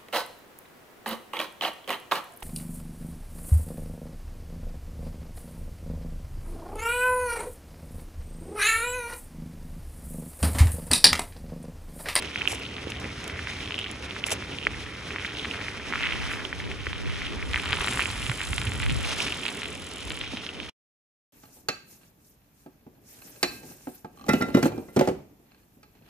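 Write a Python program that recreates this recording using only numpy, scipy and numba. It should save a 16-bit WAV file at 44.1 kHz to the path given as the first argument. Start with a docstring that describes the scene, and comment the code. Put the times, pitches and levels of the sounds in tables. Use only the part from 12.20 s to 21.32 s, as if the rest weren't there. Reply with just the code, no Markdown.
"""A bike on studded tyres rolls over lake ice, heard at two microphone ports on the rider's chest.
From the start studs click on the ice over tyre hum, dust hiss and low wind: sine packets over filtered noise.
The chain scrapes mostly in the first two seconds: short bursts of ringing noise.
From 5.3 s the freehub ticks while coasting, the studs crack harder and the wind and thumps grow rougher.
Near 8.5 s the sound is cut off by a fast fade."""
import sys
import numpy as np
from scipy import signal
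from scipy.fft import rfft, irfft, next_fast_len
from scipy.io import wavfile
from scipy.ndimage import uniform_filter1d
from numba import njit

SR = 44100
rng = np.random.default_rng(int(sys.argv[2]) if len(sys.argv) > 2 else 0)


def file_out(sig):
    """Save sig as 16-bit WAV at sys.argv[1]."""
    # one column per channel
    cols = np.atleast_2d(sig).T
    # limit, then scale
    lim = np.clip(cols, -1, 1)
    pcm = np.round(lim * 32767).astype(np.int16)
    wavfile.write(sys.argv[1], SR, pcm)


N = 402277
T = np.arange(N) / SR


def undb(db):
    """Amplitude ratio of a level in dB."""
    return 10 ** (np.asarray(db) / 20)


def unit(x):
    """Scale to an RMS of 1."""
    return x / np.sqrt(np.mean(x ** 2))


def curve(table):
    """Interpolate each column after the first over time."""
    s, *columns = np.transpose(table)
    return [np.interp(T, s, c) for c in columns]


def colour(x, table):
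    """Filter by (Hz, dB) or (Hz, dB, phase in rad) points on a log frequency axis."""
    hz, db, *phase = np.transpose(table)
    size = next_fast_len(N)
    log_hz = np.log(np.arange(size // 2 + 1) * SR / size + 1)
    gain = undb(np.interp(log_hz, np.log(hz), db))
    if phase:
        gain = gain * np.exp(1j * np.interp(log_hz, np.log(hz), phase[0]))
    return irfft(rfft(x, size) * gain, size)[..., :N]


def ring(x, modes):
    """Sum of damped resonances, each (Hz, width Hz, dB)."""
    return sum(undb(db) * signal.lfilter(*signal.iirpeak(hz, hz / width_hz, SR), x)
               for hz, width_hz, db in modes)


def walk(rate_hz):
    """Random levels held 1 / rate_hz s, smoothed twice, RMS 1."""
    hold = int(SR / rate_hz)
    steps = np.repeat(rng.standard_normal(N // hold + 1), hold)
    return unit(uniform_filter1d(uniform_filter1d(steps, hold), hold)[:N])


@njit
def grains(s, hz, cycles, size, phase, sag, n, sr):
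    """Wave packets, loudest at s after a rise of some cycles; pitch falls by the share sag per rise time."""
    y = np.zeros(n)
    for k in range(len(s)):
        rise = cycles[k] * sr / hz[k]  # samples
        start = max(int(s[k] * sr - rise), 0)
        for i in range(min(int(3 * rise), n - start)):
            u = i / rise
            turns = cycles[k] * (u - 1) * (1 - sag * (u - 1) / 2)
            swell = (u * np.exp(1 - u)) ** 6
            y[start + i] += size[k] * swell * np.sin(2 * np.pi * turns + phase[k])
    return y


def bursts(s, db, length_s):
    """Envelope of bursts that start at s, peak at half their length and fade."""
    env = np.zeros(N)
    for start_s, peak, long_s in np.broadcast(s, undb(db), np.clip(length_s, .001, .6)):
        i = int(start_s * SR)
        u = 4 * T[:int(3 * long_s * SR)] / long_s
        env[i:i + len(u)] += peak * (u / 2) ** 2 * np.exp(2 - u)
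    return env


# Wind at the ports. Each row: time in seconds, common part in dB, differing part in dB.
WIND_LEVEL = [(0, -44.5, -60), (.8, -40.5, -68.5), (1.7, -43, -56.5), (2.2, -41, -64), (2.5, -45, -43.5),
              (2.8, -44.5, -60.5), (3.4, -42.5, -59.5), (3.9, -47.5, -32.5), (4.35, -43.5, -42.5),
              (4.85, -47.5, -31.5), (5.3, -42, -36), (5.7, -37, -50.5), (6, -37, -39), (6.2, -41.5, -42.5),
              (6.4, -35, -42), (6.53, -36, -43), (6.66, -39.5, -32.5), (6.8, -33, -30.5),
              (6.87, -49, -31.5), (7.1, -47, -49), (7.4, -50.5, -56), (7.85, -48.5, -46.5),
              (8.4, -52, -47.5)]
# Spectrum of the common wind. Each row: frequency in Hz, relative level in dB per Hz.
GUST_COLOUR = [(13, -47), (22, -46), (43, -8), (70, 3.5), (110, 1), (178, -9.5), (281, -14.5), (300, -26.5),
               (390, -52), (660, -120)]
# Spectrum of the differing wind. 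Each row: frequency in Hz, relative level in dB per Hz.
CROSSWIND_COLOUR = [(13, -50.5), (22, -33.5), (43, -12.5), (87, -4), (176, -12.5), (411, -25.5),
                    (450, -26.5), (500, -26), (650, -51.5), (1100, -120)]
# headwind flutter, extra flutter in a crosswind, crosswind buffeting relative to the common part
FLUTTER_DB, CROSS_FLUTTER_DB, BUFFET_DB = 0.8, 3, -2.5
BUFFET_MODE = [(50.1, 41, 0)]


def wind():
    """Fluttering low turbulence, common and differing at the ports; rougher and deeper in a crosswind."""
    mid_db, side_db = curve(WIND_LEVEL)
    across = 1 / (1 + undb(-47.5 - side_db))  # 0-1
    flutter_db = FLUTTER_DB * walk(20) + CROSS_FLUTTER_DB * across * walk(10)
    mid = colour(rng.standard_normal(N) * undb(flutter_db), GUST_COLOUR)
    side = colour(rng.standard_normal(N) * undb(3.3 * walk(14)), CROSSWIND_COLOUR)
    rumble = unit(ring(ring(rng.standard_normal(N), BUFFET_MODE), BUFFET_MODE))
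    buffet = across * rumble * undb(2.7 * walk(13))
    return undb(mid_db) * (unit(mid) + undb(BUFFET_DB) * buffet), undb(side_db) * unit(side)


# Dull knocks and gust thumps. Each row: peak time in seconds, peak in dB, pitch in Hz, rise in cycles.
KNOCK_EVENTS = [(0.33, -17.5, 500, 0.42), (0.672, -21, 355, 0.86), (2.128, -24, 520, 2.6),
                (2.471, -26, 430, 1.4), (4.61, -30, 95, 0.74), (4.671, -30, 440, 2.2),
                (4.68, -27.5, 80.5, 1.1), (5.175, -28.5, 65, 1.2), (5.303, -29.5, 70, 1.8),
                (5.36, -26, 64.8, 1.3), (5.503, -27.5, 91, 1.1), (5.527, -28, 103, 1.9),
                (5.605, -27, 61, 0.9), (5.901, -34, 78.4, 1.4), (6.102, -21, 128, 2.6),
                (6.316, -22.5, 85, 1.1), (6.481, -22, 97, 2.3), (6.549, -36, 95, 1.3),
                (6.618, -26, 80, 1.5), (6.685, -32, 125, 2), (6.696, -33, 277, 3), (6.724, -29, 140, 4.2),
                (6.775, -31.5, 75.4, 1.2), (6.816, -32, 99, 2.3), (7.872, -32.5, 69, 1.5),
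                (8.135, -30, 560, 1.56), (8.141, -28.5, 262, 3.4)]
KNOCK_SAG = 0.37  # share of pitch lost per rise time


def knocks():
    """Heavily damped low wave packets whose pitch sags."""
    s, db, hz, cycles = np.transpose(KNOCK_EVENTS).astype(float)
    return grains(s, hz, cycles, undb(db), np.zeros(len(s)), KNOCK_SAG, N, 1. * SR)


# Spectrum of the tyre hum. Each row: frequency in Hz, relative level in dB per Hz.
HUM_COLOUR = [(71, -30.5), (120, -13), (172, -4.5), (312, -1), (345, -7.5), (374, -2.5), (417, -2.5),
              (485, -7), (622, -12.5), (1300, -16.5), (1690, -20), (2860, -120)]
# Tyre hum. Each row: time in seconds, level in dB.
HUM_LEVEL_DB = [(0, -42), (1.7, -44), (3.4, -43), (4.2, -42.5), (4.75, -44.5), (5.7, -42), (6.2, -45.5),
                (7, -42), (8.4, -45.5)]


def tyre_hum():
    """Tread knobs hum through the frame: low coloured noise with an unsteady level."""
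    noise = unit(colour(rng.standard_normal((2, N)), HUM_COLOUR))
    return noise * undb(curve(HUM_LEVEL_DB)[0] + 1.96 * walk(25))


# Stud crackle, also drives the dust. Each row: time in seconds, level in dB before colouring.
CRACKLE_LEVEL = [(0, -43.5), (.2, -40.5), (.5, -46.5), (.9, -44), (1.3, -41.5), (1.6, -43), (1.8, -44.5),
                 (2.15, -44), (2.7, -44.5), (3.05, -42), (3.4, -39), (3.65, -43), (3.85, -33.5), (4, -37),
                 (4.12, -38.5), (4.3, -44.5), (4.85, -42), (5.05, -39), (5.22, -43), (5.55, -34.5),
                 (5.8, -34), (5.95, -38), (6.3, -40), (6.5, -40.5), (6.7, -39.5), (7, -38.5), (7.25, -40),
                 (7.6, -45), (8.05, -42), (8.46, -45.5)]
# Spectrum of the dust hiss. Each row: frequency in Hz, relative level in dB per Hz.
HISS_COLOUR = [(2000, -2), (3500, 0.5), (4500, -5.5), (4850, -6), (5240, -3), (6700, -9), (7400, -15),
               (10600, -17), (12000, -25.5)]
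# Sprays of ice dust as the tyres slide. Each row: start in seconds, peak in dB, length in seconds.
SPRAY_EVENTS = [(5.405, -55.5, 0.29), (6.825, -40, 0.14), (6.97, -40, 0.099)]
# hiss level at CALM_DB of crackle, its rise in dB per dB of crackle
HISS_DB, HISS_PER_DB, CALM_DB = -46.5, 0.52, -44


def dust_hiss():
    """Ice dust hisses with a fine grain, louder as the studs crackle harder."""
    steady = undb(HISS_DB + HISS_PER_DB * (curve(CRACKLE_LEVEL)[0] - CALM_DB))
    sprays = bursts(*np.transpose(SPRAY_EVENTS)) * undb(2.2 * walk(130))
    grain = undb(2.0 * walk(60) + 1.24 * walk(350))
    return unit(colour(rng.standard_normal((2, N)), HISS_COLOUR)) * (steady + sprays) * grain


# Chain ticks and scrapes. Each row: start in seconds, peak in dB, length in seconds.
CHAIN_EVENTS = [(0.021, -36.5, 0.0049), (0.263, -38.5, 0.073), (0.301, -39.5, 0.011),
                (0.318, -35.5, 0.0043), (0.324, -32.5, 0.0032), (0.345, -38, 0.0061), (0.395, -44, 0.0028),
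                (0.697, -41, 0.01), (0.799, -41.5, 0.0026), (1.04, -42, 0.0031), (1.077, -28.5, 0.0025),
                (1.59, -33.5, 0.0017), (1.713, -30.5, 0.0018), (2.058, -33, 0.02), (2.093, -38, 0.0048),
                (2.103, -30.5, 0.007), (2.112, -28.5, 0.013), (2.117, -31, 0.017), (2.131, -36.5, 0.0033),
                (4.092, -47.5, 0.065)]
# Chain resonances. Each row: frequency in Hz, width in Hz, relative level in dB.
CHAIN_MODES = [(7180, 1100, -1), (9800, 2500, -4), (5620, 1600, 1.5), (2590, 1200, 6.5), (750, 860, 5.5)]


def chain():
    """Chain ticks and scrapes: rough noise bursts through broad metal resonances."""
    rough = bursts(*np.transpose(CHAIN_EVENTS)) * undb(2.4 * walk(400))
    return rough * unit(ring(rng.standard_normal((2, N)), CHAIN_MODES))


# Freehub while coasting. Each row: time in seconds, teeth passed.
HUB_TEETH = [(5.263, 0), (5.399, 6), (5.613, 18), (5.781, 25), (5.978, 34), (6.232, 47), (6.451, 59),
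             (6.616, 67), (6.849, 78), (7.07, 88), (7.17, 92), (7.457, 105), (8.012, 129)]
# Freehub ticks. Each row: time in seconds, mean tick level in dB.
TICK_LEVEL = [(5.25, -55.5), (5.7, -40), (6, -47.5), (6.35, -40.5), (6.6, -43.5), (7, -42.5), (7.6, -46.5),
              (7.97, -43.5), (8.06, -53)]
# Hub shell resonances. Each row: frequency in Hz, width in Hz, relative level in dB.
HUB_MODES = [(7430, 1800, 11), (7430, 120, 9), (9340, 1200, 6), (9700, 150, 6.5), (8960, 130, 4),
             (5180, 200, 7.5)]


def freehub():
    """Pawls snap over the teeth and drag between them, ringing the hub shell."""
    s, teeth = np.transpose(HUB_TEETH)
    tick_s = np.interp(np.arange(teeth[-1] + 1), teeth, s)
    level_s, level_db = np.transpose(TICK_LEVEL)
    tick_db = np.interp(tick_s, level_s, level_db) + 2.0 * rng.standard_normal(len(tick_s))
    # the drag weakens by 3.2 dB/s against the ticks
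    drag_db = np.interp(T, level_s, level_db, -99, -99) - 10.5 - 3.2 * (T - 7.0) + 2.9 * walk(9)
    envelope = bursts(tick_s - .001, tick_db, 0.005) + undb(drag_db)
    noise = rng.standard_normal((2, N))
    # the balance of the modes wanders from tick to tick
    shell = sum(undb(1.1 * walk(40)) * ring(noise, [mode]) for mode in HUB_MODES)
    return envelope * unit(shell)


# Ice sheet resonances. Each row: frequency in Hz, width in Hz, relative level in dB.
ICE_MODES = [(925, 570, -13), (1447, 470, 16.5), (2090, 1330, 15.5), (3030, 390, 12.5), (3730, 1600, -11)]
RING_S, RING_DB = .0025, -13  # decay and level of the ringing after a click


def ice_sheet(clicks, level_db, centre_hz):
    """The sheet rings on for milliseconds after each click, most near centre_hz, over a steady grind."""
    power = signal.lfilter([1], [1, -np.exp(-1 / (RING_S * SR))], clicks ** 2) / (RING_S * SR)
    drive = undb(RING_DB) * np.sqrt(power) + undb(level_db - 7.0)
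    noise = rng.standard_normal(N)
    sheet = 0
    for hz, width_hz, db in ICE_MODES:
        weight = undb(-5.0 * np.log2(hz / centre_hz) ** 2)
        sheet = sheet + weight * ring(ring(noise, [(hz, width_hz, db)]), [(hz, width_hz, 0)])
    return drive * unit(sheet)


# Crackle colour between dull and bright. Each row: time in seconds, centre in Hz.
CENTRE_HZ = [(0, 2490), (.5, 2710), (.9, 2080), (1.3, 2160), (1.58, 2830), (1.8, 2200), (2.1, 2504),
             (2.25, 2146), (2.4, 2890), (2.55, 2214), (3.03, 2130), (3.2, 2760), (3.42, 2130), (3.72, 1950),
             (3.88, 2510), (4.15, 2070), (4.6, 2480), (5.3, 2196), (6.6, 2366), (7.5, 2780), (8.25, 2950),
             (8.4, 2766)]
# Small bites, shorter while the bike leans and the side studs dig in.
# Each row: time in seconds, base rise in seconds.
BITE_RISE_S = [(0, 0.00063), (5.2, 0.00048), (5.65, 0.00027), (5.9, 0.00032), (6.4, 0.0004), (6.9, 0.0004),
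               (8.4, 0.00057)]
ROWS_PER_S, ROW_JITTER_S, ROW_DB = 92, .007, 3  # stud rows: pace, full jitter width, extra level
CLUMP_DB = 2.4  # depth of the quieter gaps between clusters
# two bite families; PARTING (0-1) is their distance from the centre
DULL_BITE_HZ, BRIGHT_BITE_HZ, PARTING = 2067, 2955, 0.81


def small_bites(centre_hz, rise_s):
    """Stud rows land at a nearly even pace; weaker chips fly between. Gives s, Hz, cycles and size."""
    at, pitch, big, long, kind = rng.random((3300, 5)).T
    row = np.arange(len(at)) / ROWS_PER_S * SR / N
    tread = row < 1
    jitter = ROW_JITTER_S * (at - .5) * SR / N
    at = np.where(tread, np.clip(row + jitter, 0, 1), at)  # share of the run
    where = (at * (N - 1)).astype(int)
    clump_db = CLUMP_DB * np.minimum(walk(28), 0)[where]
    size = undb(2.3 * np.minimum(-np.log(1 - big), 2.6) + ROW_DB * tread + clump_db)
    centre, rise = centre_hz[where], rise_s[where]
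    bright = kind < (centre - DULL_BITE_HZ) / (BRIGHT_BITE_HZ - DULL_BITE_HZ)
    family_hz = np.where(bright, BRIGHT_BITE_HZ, DULL_BITE_HZ)
    # pitch drifts from stud to stud and scatters more when bites are short
    scatter = .00009 / rise * (2 * pitch - 1) + 0.04 * walk(30)[where]
    hz = (centre + PARTING * (family_hz - centre)) * np.exp(scatter)
    return at * N / SR, hz, hz * rise * (0.87 + 1.1 * long), size


# Studs that crack the ice loudly.
# Each row: peak time in seconds, peak in dB before colouring, ring in Hz, rise in ms.
LOUD_BITES = [(0.0243, -17.5, 2150, 0.64), (0.048, -23, 2680.0, 0.86), (0.1592, -12.5, 2170, 0.83),
              (0.1768, -24.5, 2590.0, 1.3), (0.214, -18, 2100.0, 0.62), (0.2189, -15.5, 2650, 1.3),
              (0.2555, -16, 2200, 0.57), (0.276, -7, 2830, 1.1), (0.2842, -22, 2690.0, 1.2),
              (0.3058, -24, 2570.0, 0.85), (0.3112, -22.5, 2570.0, 0.83), (0.3347, -23, 2110.0, 0.77),
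              (.4515, -24, 3000, .6), (0.4643, -22, 3100, .6), (0.5667, -22, 3100, .6),
              (0.5822, -22, 2200.0, 0.54), (0.7204, -17.5, 2640, 0.44), (0.844, -21.5, 2090.0, 0.82),
              (1.0991, -22.5, 2300, 0.97), (1.192, -17.5, 2020.0, 0.85), (1.2725, -14.5, 2080, 0.68),
              (1.43, -25.5, 2860, .7), (1.476, -23.5, 3050, .8), (1.508, -16, 2350, 0.44),
              (1.5221, -17, 2800, 0.84), (1.5433, -14.5, 2880, 0.78), (1.5813, -18.5, 2900, 1.3),
              (1.5897, -16, 2960.0, 1), (1.5979, -20, 2900.0, 0.84), (1.6138, -21.5, 3070, 1),
              (1.643, -16.5, 3050, 0.91), (1.6623, -21, 2070, 0.82), (1.672, -23.5, 2970, .8),
              (1.9096, -19.5, 2950, 0.6), (1.9644, -19, 1800, 0.69), (2.0403, -10.5, 2760.0, 0.76),
              (2.0858, -20, 2140, 1.09), (2.096, -25, 2100, 1.2), (2.2245, -20, 2000, 0.59),
              (2.3866, -18, 2930, 0.58), (2.4277, -23, 2810.0, 0.72), (2.435, -24.5, 2660.0, 1.04),
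              (2.452, -20, 2980, 0.88), (2.4694, -4, 2020, 0.84), (2.907, -18.5, 2150, 0.72),
              (2.9612, -13.5, 2010, 0.75), (2.985, -19, 2080.0, 0.72), (2.997, -18.5, 2140.0, 0.66),
              (3.0481, -15.5, 2130.0, 0.79), (3.0528, -20, 1900, 1.09), (3.2478, -15, 2180, 0.62),
              (3.255, -15.5, 2180, 0.61), (3.3121, -16, 2760, 1.04), (3.4142, -18, 2060.0, 0.67),
              (3.4838, -16, 2100, 1.0), (3.7254, -14, 1950, 0.59), (3.737, -11.5, 1830, 0.62),
              (3.7572, -12.5, 1940, 0.68), (3.8082, -15.5, 2170.0, 0.52), (3.8334, -13.5, 2800, 0.55),
              (3.8387, -17, 2020.0, 1.2), (3.8483, -19, 2150.0, 0.77), (3.855, -16, 2940.0, 0.73),
              (3.8601, -20, 2770.0, 0.91), (3.8667, -16, 2080.0, 0.95), (3.871, -15.5, 2690.0, 0.7),
              (3.8898, -17.5, 2190, 0.61), (3.9081, -18.5, 2370.0, 0.59), (3.924, -13.5, 2470.0, 0.87),
              (4.1162, -25, 2060, 0.88), (4.1356, -18.0, 2010, 0.7), (4.252, -17.5, 3100, 0.96),
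              (4.3287, -16, 1830, 0.98), (4.402, -19, 2110.0, 1.1), (4.5154, -18.5, 2270, 0.9),
              (4.6688, -13.5, 1930, 0.93), (4.731, -14, 2320, 0.44), (5.019, -19.5, 2200, 0.8),
              (5.0488, -23, 2350, 0.41), (5.0675, -21.5, 3040, .9), (5.124, -23, 2560, 0.36),
              (5.2272, -18, 2210, 1.0), (5.314, -23, 2630, 0.48), (5.334, -12.5, 2760, 0.43),
              (5.3441, -9, 2050, 0.83), (5.3598, -7.5, 2420, 0.51), (5.367, -17.5, 1970.0, 1.3),
              (5.3762, -17, 1900.0, 1.04), (5.3841, -21.5, 2020, .9), (5.398, -16, 2370.0, 0.52),
              (5.4409, -23, 1980.0, 0.33), (5.4582, -14, 2730.0, 0.41), (5.464, -20.5, 2600.0, 0.5),
              (5.523, -12, 2800, 0.58), (5.5306, -4, 2520, 0.38), (5.537, -17, 1470, 1.8),
              (5.554, -18, 2480, 0.36), (5.5706, -14.5, 2650.0, 0.5), (5.6084, -16, 1550, 0.92),
              (5.61, -15.5, 3020, .6), (5.6335, -21, 2690, .9), (5.6448, -19, 3600, 0.85),
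              (5.6455, -19, 1420, 0.98), (5.6741, -10, 2260, 0.35), (5.683, -10, 2180, 0.63),
              (5.7103, -20, 2840, 0.67), (5.7254, -14.5, 2500.0, 0.48), (5.774, -9.5, 2080, 0.41),
              (5.7943, -7.5, 1740, 0.66), (5.799, -13.5, 2350.0, 0.52), (5.8063, -13.5, 2500, 0.79),
              (5.815, -13.5, 2330.0, 0.53), (5.8215, -12.5, 2530.0, 1), (5.8374, -20.5, 2570, 1),
              (5.8573, -13.5, 2500, 1.04), (6.0287, -16, 2700, 0.63), (6.0659, -15, 2600, 0.53),
              (6.0972, -11.5, 2420, 0.34), (6.1166, -17, 1920, 0.92), (6.206, -18, 1890, 1.1),
              (6.2156, -14.5, 2550, 0.41), (6.3319, -11.5, 2400, 0.45), (6.3816, -10, 2420, 0.4),
              (6.4164, -13.5, 2760, 0.4), (6.4696, -16, 2720, 0.48), (6.473, -16, 2650.0, 0.57),
              (6.5198, -16.5, 2470.0, 0.51), (6.6014, -15, 2470, 0.49), (6.6231, -17, 2360.0, 0.54),
              (6.6314, -16, 2520.0, 0.41), (6.6351, -16.5, 2350.0, 0.7), (6.664, -13.5, 2350, 0.5),
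              (6.697, -13, 2730.0, 0.54), (6.7055, -15, 2690.0, 0.33), (6.714, -18, 2890.0, 0.5),
              (6.8483, -17, 2500, 1.22), (6.9092, -18.5, 2920.0, 0.52), (6.9292, -22, 2730, 0.73),
              (7.004, -14.5, 2670, 1.2), (7.0673, -18, 2600, 0.72), (7.082, -15, 2420, 0.63),
              (7.1045, -23, 2780.0, 1), (7.1237, -14, 2740, 0.93), (7.2346, -20, 2780, 0.96),
              (7.2544, -11.5, 2580, 0.31), (7.265, -14.5, 2770, 0.86), (7.2822, -13.5, 2700.0, 0.45),
              (7.289, -15, 2720, 0.38), (7.4193, -19, 2300.0, 0.66), (7.4326, -15.5, 2720, 0.41),
              (7.445, -22, 2650.0, 0.48), (7.4574, -18, 2600.0, 0.5), (7.5544, -24, 2600, 0.57),
              (7.9052, -13.5, 2940, 0.37), (7.9181, -16.5, 2820.0, 0.43), (7.9745, -20, 2450.0, 0.54),
              (8.0137, -15, 2760, 0.45), (8.0383, -20.5, 2290, 0.64), (8.1716, -16.5, 2700, 0.38),
              (8.2655, -18.5, 3140, 0.43), (8.2908, -21, 2840, 1.5), (8.4016, -18.5, 2650.0, 0.53)]
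# Colour of all clicks. Each row: frequency in Hz, gain in dB.
CLICK_GAIN = [(500, -3.5), (900, 5), (1500, 0), (3300, -1), (4100, 1.5), (4800, 1), (9000, -20)]
BITE_SAG = 0.034  # share of pitch lost per rise time


def studs():
    """Loud bites and a crackle of small ones set the ice ringing, with random phases on two paths."""
    s, db, hz, rise_ms = np.transpose(LOUD_BITES)
    level_db, centre_hz = curve(CRACKLE_LEVEL)[0], curve(CENTRE_HZ)[0]
    small_s, small_hz, small_cycles, small_size = small_bites(centre_hz, curve(BITE_RISE_S)[0])
    paths = []
    for _ in range(2):
        phase = 2 * np.pi * rng.random(len(s) + len(small_s))
        loud = grains(s, hz, hz * rise_ms / 10 ** 3, undb(db), phase, BITE_SAG, N, 1. * SR)
        small = grains(small_s, small_hz, small_cycles, small_size, phase[len(s):], BITE_SAG, N, 1. * SR)
        clicks = colour(loud + undb(level_db) * unit(small), CLICK_GAIN)
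        paths.append(clicks + ice_sheet(clicks, level_db, centre_hz))
    return np.array(paths)


# Colouring between the ports. Each row: frequency in Hz, side minus mid in dB, phase of side in rad.
PORT_COLOUR = [(297, -16, -3.5), (750, -0.5, -1.5), (1150, -6.5, -4.5), (1500, -15.5, -2),
               (1900, -31, -1.5), (2316, -6, -1.5), (2800, -2, -2.5), (3500, -3.5, -1.6),
               (4200, -3.5, -1.5), (4870, -0.5, -1), (5260, 0, -1.5), (6760, -11.5, -1.5), (8150, 2, -1.5),
               (9460, -9, -1.5), (11200, 7, -1.5)]


def scene(alike=0.57):
    """Both ports hear the bike through their colouring; the wind acts on them directly."""
    mid, stray = studs() + tyre_hum() + dust_hiss() + knocks() + chain() + freehub()
    # alike: share of the side wave common with mid, the rest arrives by other paths
    alike = np.clip(alike, 0, 1)
    side = colour(alike * mid + np.sqrt(1 - alike ** 2) * stray, PORT_COLOUR)
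    air_mid, air_side = wind()
    mid, side = mid + air_mid, side + air_side
    return np.array([mid + side, mid - side])


DIP_HZ, DIP_SHARE = 4860, 0.25  # dip in the microphone's response
DULL_HZ, TOP_HZ = 11500, 15865  # low-pass edges before and after the cut
END_S = 8.497


def record(dry):
    """Microphone dip, steep low-pass filters and a cut-off at END_S."""
    dry = dry - DIP_SHARE * ring(dry, [(DIP_HZ, 450, 0)])
    dull = signal.sosfilt(signal.ellip(10, .2, 60, DULL_HZ, fs=SR, output="sos"), dry)
    after_s = np.maximum(T - END_S, 0)
    # a drop of 16 dB, then a fade of 1300 dB/s
    cut = dull * np.where(after_s > 0, undb(-16 - 1300 * after_s), 1)
    return signal.sosfilt(signal.ellip(8, .2, 70, TOP_HZ, fs=SR, output="sos"), cut)


dry = scene()
out = record(dry)
file_out(out)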